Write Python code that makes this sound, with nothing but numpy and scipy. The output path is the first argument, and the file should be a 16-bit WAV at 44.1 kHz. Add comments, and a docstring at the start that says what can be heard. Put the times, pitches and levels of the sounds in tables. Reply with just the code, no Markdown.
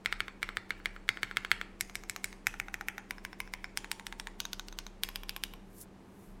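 """Trying out a mechanical keyboard

One finger taps a keyboard on a felt mat: a long run on the space bar, then four taps on each of six keys.
Each key clacks as it bottoms out and ticks as it springs back: impacts ring its resonances and spring.
The desk thuds and sways; a small room answers. The hand brushes away, leaving fan hum and faint hiss."""
import sys
import numpy as np
from scipy import signal
from scipy.fft import rfft, irfft
from scipy.io import wavfile
from scipy.ndimage import uniform_filter1d

SR = 44100
rng = np.random.default_rng(int(sys.argv[2]) if len(sys.argv) > 2 else 0)


def waveform_to_disk(signal):
    """Save audio, clipped to [-1, 1], as 16-bit WAV at the path in sys.argv[1]."""
    frames = np.transpose(np.atleast_2d(signal))
    scaled = np.clip(frames, -1, 1) * 32767
    samples = np.round(scaled).astype(np.int16)
    wavfile.write(sys.argv[1], SR, samples)


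N = 282240
TIME_S = np.arange(N) / SR

# Air noise spectrum. Each row: frequency in Hz, relative density in dB.
AIR_SPECTRUM = [(20, -5), (55, -8.5), (90, -4), (160, -10), (220, -9.5), (280, -4), (400, -5), (520, -12),
                (870, -13.5), (1300, -18.5), (2200, -23.5), (4300, -31.5), (8600, -37), (16000, -50.5)]
# Keys bottoming out. Each row: start in seconds, strength in dB.
PRESSES = [(0.0595, 15.5), (0.126, 14), (0.2047, 13), (0.4293, 14.5), (0.5703, 12.5), (0.7063, 11),
           (0.8578, 13), (1.0903, 18.5), (1.2316, 16), (1.3701, 17), (1.5157, 20.5), (1.8093, 11),
           (1.9547, 7), (2.0972, 6.5), (2.2431, 9.5), (2.4692, 15), (2.5998, 7), (2.7421, 6.5), (2.8849, 9),
           (3.1087, 5.5), (3.2503, 4), (3.403, 6.5), (3.5376, 5.5), (3.7737, 4), (3.9155, 3),
           (4.0676, -2.5), (4.1987, -3), (4.4027, 4.5), (4.5319, 1), (4.6845, -7), (4.7879, 0.9),
           (5.035, 9), (5.1586, 2.5), (5.2938, 3.5), (5.437, 6)]
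# Keys springing back. Each row: start in seconds, strength in dB.
RELEASES = [(0.282, 13.5), (0.4901, 15.5), (0.8011, -8), (0.9635, 4.5), (1.1724, 10), (1.3122, 12),
            (1.4488, 18.5), (1.6138, 18), (1.8974, 2), (2.0368, 1.5), (2.1623, 13.5), (2.3284, 1),
            (2.5409, 4), (2.684, 5), (2.8107, 11.5), (2.981, 11.5), (3.1826, -2), (3.3303, 2.5),
            (3.4763, -5), (3.6432, 8.5), (3.8449, -0.9), (3.997, -2.5), (4.1255, -0.5), (4.2712, 1.5),
            (4.4531, 2), (4.596, 0.5), (4.7263, -7), (4.8662, -2), (5.0888, 7), (5.2343, 0), (5.3639, 7.5),
            (5.5374, -0.9)]
# Times in seconds at which the finger moves to the next key.
NEXT_KEY_S = [1.7, 2.4, 3.05, 3.7, 4.35, 4.95]
# Resonances of each key in its case.
# Each row: frequency in Hz, width in Hz, gain on press in dB, gain on release in dB.
SPACE_BAR = [(404, 191, -18, -22), (842, 445, -22, -27), (1081, 74, -23, -21), (1400, 294, -6, -11),
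             (1705, 492, -4, -14), (2148, 314, 0, -14), (3281, 1250, -10, -23), (3865, 9897, -28, -43),
             (4436, 530, -15, -71), (8158, 1157, -25, -48), (12569, 818, -31, -47)]
KEY_1 = [(713, 176, -19, -17), (1223, 437, -31, -15), (1717, 536, -6, -17), (2216, 276, 0, -12),
         (2302, 4031, -16, -26), (3891, 695, -11, -22), (5341, 1169, -9, -36), (6338, 1398, -59, -21),
         (7682, 715, -4, -64), (9518, 1633, -13, -64), (12047, 2455, -15, -32)]
KEY_2 = [(472, 99, -27, -31), (808, 177, -12, -12), (1460, 382, -3, -8), (1844, 394, -1, -13),
         (2257, 666, 0, -14), (3760, 628, -20, -25), (5381, 1033, -15, -34), (5882, 813, -27, -24),
         (7111, 2199, -16, -34), (11568, 3281, -20, -45), (12378, 683, -13, -30)]
KEY_3 = [(524, 88, -24, -23), (773, 146, -12, -14), (1021, 200, -6, -13), (1612, 509, -4, -7),
         (2162, 478, 0, -9), (2950, 317, -11, -26), (3587, 692, -13, -22), (5318, 412, -55, -12),
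         (5408, 2133, -13, -31), (9077, 694, -16, -34), (11319, 6715, -21, -40)]
KEY_4 = [(882, 162, -3, -4), (1081, 74, -8, -8), (1837, 1109, 0, -4), (3447, 2690, -2, -16),
         (3692, 326, -51, -11), (5495, 984, -2, -21), (6733, 710, -51, -13), (8631, 1871, -4, -25),
         (11476, 747, -12, -30), (13139, 355, -10, -21), (14765, 9897, -21, -39)]
KEY_5 = [(929, 152, -10, -9), (1139, 118, -7, -10), (1478, 3714, -19, -13), (1494, 163, 0, -3),
         (3757, 482, -14, -3), (3791, 3740, -3, -22), (6178, 590, -13, -4), (12438, 592, -10, -15),
         (14765, 9897, -22, -34)]
KEY_6 = [(830, 147, -14, -16), (982, 1492, -26, -21), (1066, 103, -11, -9), (1651, 545, -6, -13),
         (2361, 359, -3, -12), (3156, 1234, 0, -13), (4953, 1191, -4, -21), (6859, 697, -56, -25),
         (10113, 6158, -12, -28), (11720, 442, -7, -12), (12597, 738, -9, -23)]
KEY_MODES = [SPACE_BAR, KEY_1, KEY_2, KEY_3, KEY_4, KEY_5, KEY_6]
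# Coil spring pings, two per key in key order. Each pair: frequency in Hz, base level in dB.
SPRING_MODES = [
    [(4400, -69), (7700, -75)],
    [(6330, -71), (12550, -77)],
    [(6300, -74), (9050, -76)],
    [(5350, -72), (7400, -80)],
    [(9120, -69), (7000, -73)],
    [(6330, -67), (12520, -79)],
    [(5700, -72), (11800, -73)],
]
# First echoes off the nearest walls. Each row: delay in seconds, gain in dB.
WALL_ECHOES = [(0.011, -20.5), (0.0149, -20.5)]
# Colour of the room's answer. Each row: frequency in Hz, gain in dB.
WALL_COLOUR = [(150, -12), (400, -4.5), (900, 7.5), (1500, -3), (2400, 0), (4000, -5.5), (7000, -3),
               (10000, -4), (15000, -11)]
# Skin over case and mat. Each row: peak time in seconds, level in dB, swell in seconds, fade in seconds.
BRUSHES = [(5.815, -50.5, .04, 0.021), (5.815, -46, .003, .006), (6.22, -68.5, 0.11, .12)]
# Brushing spectrum. Each row: frequency in Hz, relative density in dB.
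BRUSH_SPECTRUM = [(1500, -35), (4000, -9.5), (7500, 0.5), (12000, 4), (16000, -6)]


def undb(db):
    """Decibels to gain."""
    return 10 ** (np.asarray(db) / 20)


def unit_rms(x):
    """Scale to rms 1."""
    return x / np.sqrt(np.mean(x ** 2))


def add(track, start_s, sound):
    """Mix a sound into the track."""
    i = max(int(round(start_s * SR)), 0)
    track[i:i + len(sound)] += sound[:len(track) - i]


def bins_hz(size, floor_hz=1):
    """FFT bin frequencies, clamped from below."""
    return np.maximum(np.fft.rfftfreq(size, 1 / SR), floor_hz)


def colour(x, points):
    """Filter by a curve of (Hz, dB) points."""
    hz, db = np.transpose(points)
    gain = undb(np.interp(np.log(bins_hz(len(x))), np.log(hz), db))
    return irfft(rfft(x) * gain, len(x))


def resonance(size, hz, width_hz):
    """Gain per FFT bin of a steep-sided resonance."""
    f = bins_hz(size)
    return 1 / (1 + ((f * f - hz * hz) / (f * width_hz)) ** 2)


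def narrow_noise(hz, width_hz):
    """Noise through one resonance, rms 1."""
    return unit_rms(irfft(rfft(rng.standard_normal(N)) * resonance(N, hz, width_hz), N))


def ring(gain):
    """Minimum-phase response of a gain curve: sharp start, then each resonance decays."""
    cepstrum = irfft(np.log(gain + 1e-5))
    half = len(cepstrum) // 2
    cepstrum[1:half] *= 2
    cepstrum[half + 1:] = 0
    return irfft(np.exp(rfft(cepstrum)))


def key_at(time_s):
    """Index of the key under the finger."""
    return np.searchsorted(NEXT_KEY_S, time_s)


def room_tone(air_db=-57.5, hum_db=-60.5, hum_hz=191.3, whine_db=-73, whine_hz=342.4, flutter_db=-67):
    """Steady air noise and fan hum, with slight flutter near the hum's pitch."""
    air = undb(air_db) * unit_rms(colour(rng.standard_normal(N), AIR_SPECTRUM))
    hum = undb(hum_db) * np.sin(2 * np.pi * hum_hz * TIME_S)
    whine = undb(whine_db) * np.sin(2 * np.pi * whine_hz * TIME_S)
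    flutter = undb(flutter_db) * narrow_noise(hz=207, width_hz=37)
    return air + np.sqrt(2) * (hum + whine) + flutter


def stem_slides(down_db=-61, down_s=0.022, up_db=-70, up_s=0.045):
    """The stem rubs in its housing, speeding up until it lands or tops out."""
    envelope = np.zeros(N)
    for strokes, db, travel_s in ((PRESSES, down_db, down_s), (RELEASES, up_db, up_s)):
        speed = np.linspace(0, 1, int(travel_s * SR))
        for impact_s, _ in strokes:
            add(envelope, impact_s - travel_s, speed * undb(db))
    friction = envelope * rng.standard_normal(N)
    return colour(friction, [(400, -10), (1200, 1), (3000, 2), (6500, 3), (14000, 0)])


def finger_touches(touch_db=-31, lead_s=0.0068, scatter_db=3):
    """The fingertip lands softly on the cap just before the key bottoms out."""
    out = np.zeros(N)
    for press_s, db in PRESSES:
        earliness, firmness = rng.standard_normal(2)
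        touch = clack(press_s, db + touch_db + scatter_db * firmness)
        add(out, press_s - lead_s * np.exp(earliness / 4), touch)
    return out


def clack(start_s, db, tilt_db_per_oct=0, released=False, blur=0, beam_hz=1200, size=4096):
    """One impact rings the key's resonances; harder contact is shorter, so it tilts towards treble."""
    detune, vary_db = 0.0036, 0.76  # the finger never lands on the same spot twice
    power = 0
    for hz, width_hz, press_db, release_db in KEY_MODES[key_at(start_s)]:
        pitch, strength = rng.standard_normal(2)
        gain = undb((release_db if released else press_db) + vary_db * strength)
        # Low modes radiate alike in all directions: no blur below beam_hz.
        blurred_hz = np.hypot(width_hz, blur * max(hz - beam_hz, 0))
        mode = gain * resonance(size, hz * (1 + detune * pitch), blurred_hz)
        power += width_hz / blurred_hz * mode ** 2
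    octaves = np.log2(bins_hz(size, floor_hz=300) / 2500)
    body = ring(np.sqrt(power) * undb(db + tilt_db_per_oct * octaves))
    return signal.fftconvolve(body, cap_chatter())


def cap_chatter(amount=0.15, decay_s=0.0022, highpass_hz=3000, size=512):
    """Contact force: one blow, then the light cap chatters with part of its treble energy."""
    contacts = amount * rng.standard_normal(size) * np.exp(-np.arange(size) / SR / decay_s)
    blow = signal.unit_impulse(size)
    chatter = (blow + contacts) / np.sqrt(1 + np.sum(contacts ** 2))
    highpass = signal.butter(1, highpass_hz, "high", fs=SR, output="sos")
    return blow + signal.sosfilt(highpass, chatter - blow)


def keystrokes(blur=0, press_db=-0.13, release_db=1.47, press_db_per_oct=-0.47, release_db_per_oct=-0.79):
    """Keys hit the plate going down, the switch top going up; firmer than the key's mean is brighter."""
    out = np.zeros(N)
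    for strokes, gain_db, usual_db_per_oct, released in (
            (PRESSES, press_db, press_db_per_oct, False),
            (RELEASES, release_db, release_db_per_oct, True)):
        times_s, strengths_db = np.transpose(strokes)
        for start_s, db in strokes:
            mean_db = strengths_db[key_at(times_s) == key_at(start_s)].mean()
            tilt_db_per_oct = usual_db_per_oct + 0.2023 * (db - mean_db)
            add(out, start_s, clack(start_s, db + gain_db, tilt_db_per_oct, released, blur))
    return out


def spring_pings(release_db=0.5, t60_s=0.24, spread=0.0087, follow=0.39, count=9, size=17640):
    """Each impact jolts the coil spring, which rings in clusters of close modes, louder on release."""
    out, t = np.zeros(N), np.arange(size) / SR
    fade = np.exp(-np.log(1000) * t / t60_s)
    for strokes, gain_db in ((PRESSES, 0), (RELEASES, release_db)):
        for start_s, db in strokes:
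            for hz, mode_db in SPRING_MODES[key_at(start_s)]:
                cluster_hz = hz * (1 + spread * rng.standard_normal((count, 1)))
                cycles = cluster_hz * t + rng.random((count, 1))
                ping = np.sin(2 * np.pi * cycles).sum(0) / np.sqrt(count)
                add(out, start_s, ping * fade * undb(gain_db + mode_db + follow * db))
    return out


def desk_thuds(gain_db=-55, centre_hz=100, rise_s=0.0057, follow=0.61, size=8192):
    """Each press reaches the desk through the felt as a soft, late thud."""
    out, t = np.zeros(N), np.arange(size) / SR
    swell = (t / rise_s) ** 2 * np.exp(-t / rise_s)
    for start_s, db in PRESSES:
        hz = centre_hz * (1 + 0.1 * rng.standard_normal())
        add(out, start_s, undb(gain_db + follow * db) * swell * np.sin(2 * np.pi * hz * t))
    return out


def desk_sway(hz=32.1, t60_s=1.8, rise_s=0.016, push_db=-48, follow=0.058, grip_s=6.27, grip_db=-46):
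    """Presses and a last grip on the case rock the desk at its lowest mode; pushes add up or cancel."""
    out = np.zeros(N)
    envelope = (1 - np.exp(-TIME_S / rise_s)) * np.exp(-np.log(1000) * TIME_S / t60_s)
    rocking = envelope * np.sin(2 * np.pi * hz * TIME_S)
    for start_s, db in PRESSES:
        add(out, start_s, undb(push_db + follow * db) * rocking)
    add(out, grip_s, undb(grip_db) * rocking)
    return out


def room_response(near_db=-20, near_s=0.008, tail_db=-14.5, low_t60_s=0.53, high_t60_s=0.38, size=22050):
    """Things on the desk scatter at once; walls add echoes and a tail that loses treble first."""
    split_hz = 4500
    t = np.arange(size) / SR
    near, far = rng.standard_normal((2, size))
    near = near * np.exp(-t / near_s) * (t > 0.002)
    far = far * np.abs(rng.standard_normal(size)) * (t > 0.006)
    low = signal.sosfilt(signal.butter(2, split_hz, fs=SR, output="sos"), far)
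    high = signal.sosfilt(signal.butter(2, split_hz, "high", fs=SR, output="sos"), far)
    tail = low * np.exp(-np.log(1000) * t / low_t60_s) - high * np.exp(-np.log(1000) * t / high_t60_s)
    response = undb(near_db) * near / np.linalg.norm(near) + undb(tail_db) * tail / np.linalg.norm(tail)
    for delay_s, db in WALL_ECHOES:
        response[int(delay_s * SR)] += undb(db)
    return response


def room_reflections(keys, lead_s=0.038):
    """Each tap gets its own short room echo, slightly different in colour."""
    out = np.zeros(N)
    starts = [max(int((press_s - lead_s) * SR), 0) for press_s, _ in PRESSES]
    for start, tap in zip(starts, np.split(keys, starts)[1:]):
        add(out, start / SR, signal.fftconvolve(tap, room_response()))
    return colour(out, WALL_COLOUR)


def hand_rustle(level_db=-62, peak_s=6.1, spread_s=0.68):
    """A dull rustle swells as the hand lifts and grips the case."""
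    swell = np.exp(-((TIME_S - peak_s) / spread_s) ** 2)
    return undb(level_db) * narrow_noise(hz=170, width_hz=150) * swell


def skin_brushes(grain_db=1.5):
    """Skin drags in tiny catches; each brush swells as the hand speeds up and fades as it lifts."""
    power = 0
    for peak_s, db, swell_s, fade_s in BRUSHES:
        before_s, after_s = np.maximum(peak_s - TIME_S, 0), np.maximum(TIME_S - peak_s, 0)
        power += (undb(db) * np.exp(-before_s / swell_s - (after_s / fade_s) ** 2)) ** 2
    catches = unit_rms(uniform_filter1d(rng.standard_normal(N), size=90))
    friction = unit_rms(colour(rng.standard_normal(N), BRUSH_SPECTRUM))
    return friction * np.sqrt(power) * undb(grain_db * catches)


def scene():
    """Keyboard, desk, hand and room, close up in mono."""
    direct = keystrokes() + finger_touches() + spring_pings() + stem_slides()
    # The room hears the keys from all sides, which blurs their upper resonances.
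    scattered = room_reflections(keystrokes(blur=0.64))
    desk = desk_thuds() + desk_sway()
    return (direct + scattered + desk + skin_brushes() + hand_rustle() + room_tone())[None]


def record(dry):
    """Steep low-pass on the top treble."""
    cutoff_hz = 16200
    return signal.sosfilt(signal.ellip(8, 0.2, 70, cutoff_hz, fs=SR, output="sos"), dry)


dry = scene()
out = record(dry)
waveform_to_disk(out)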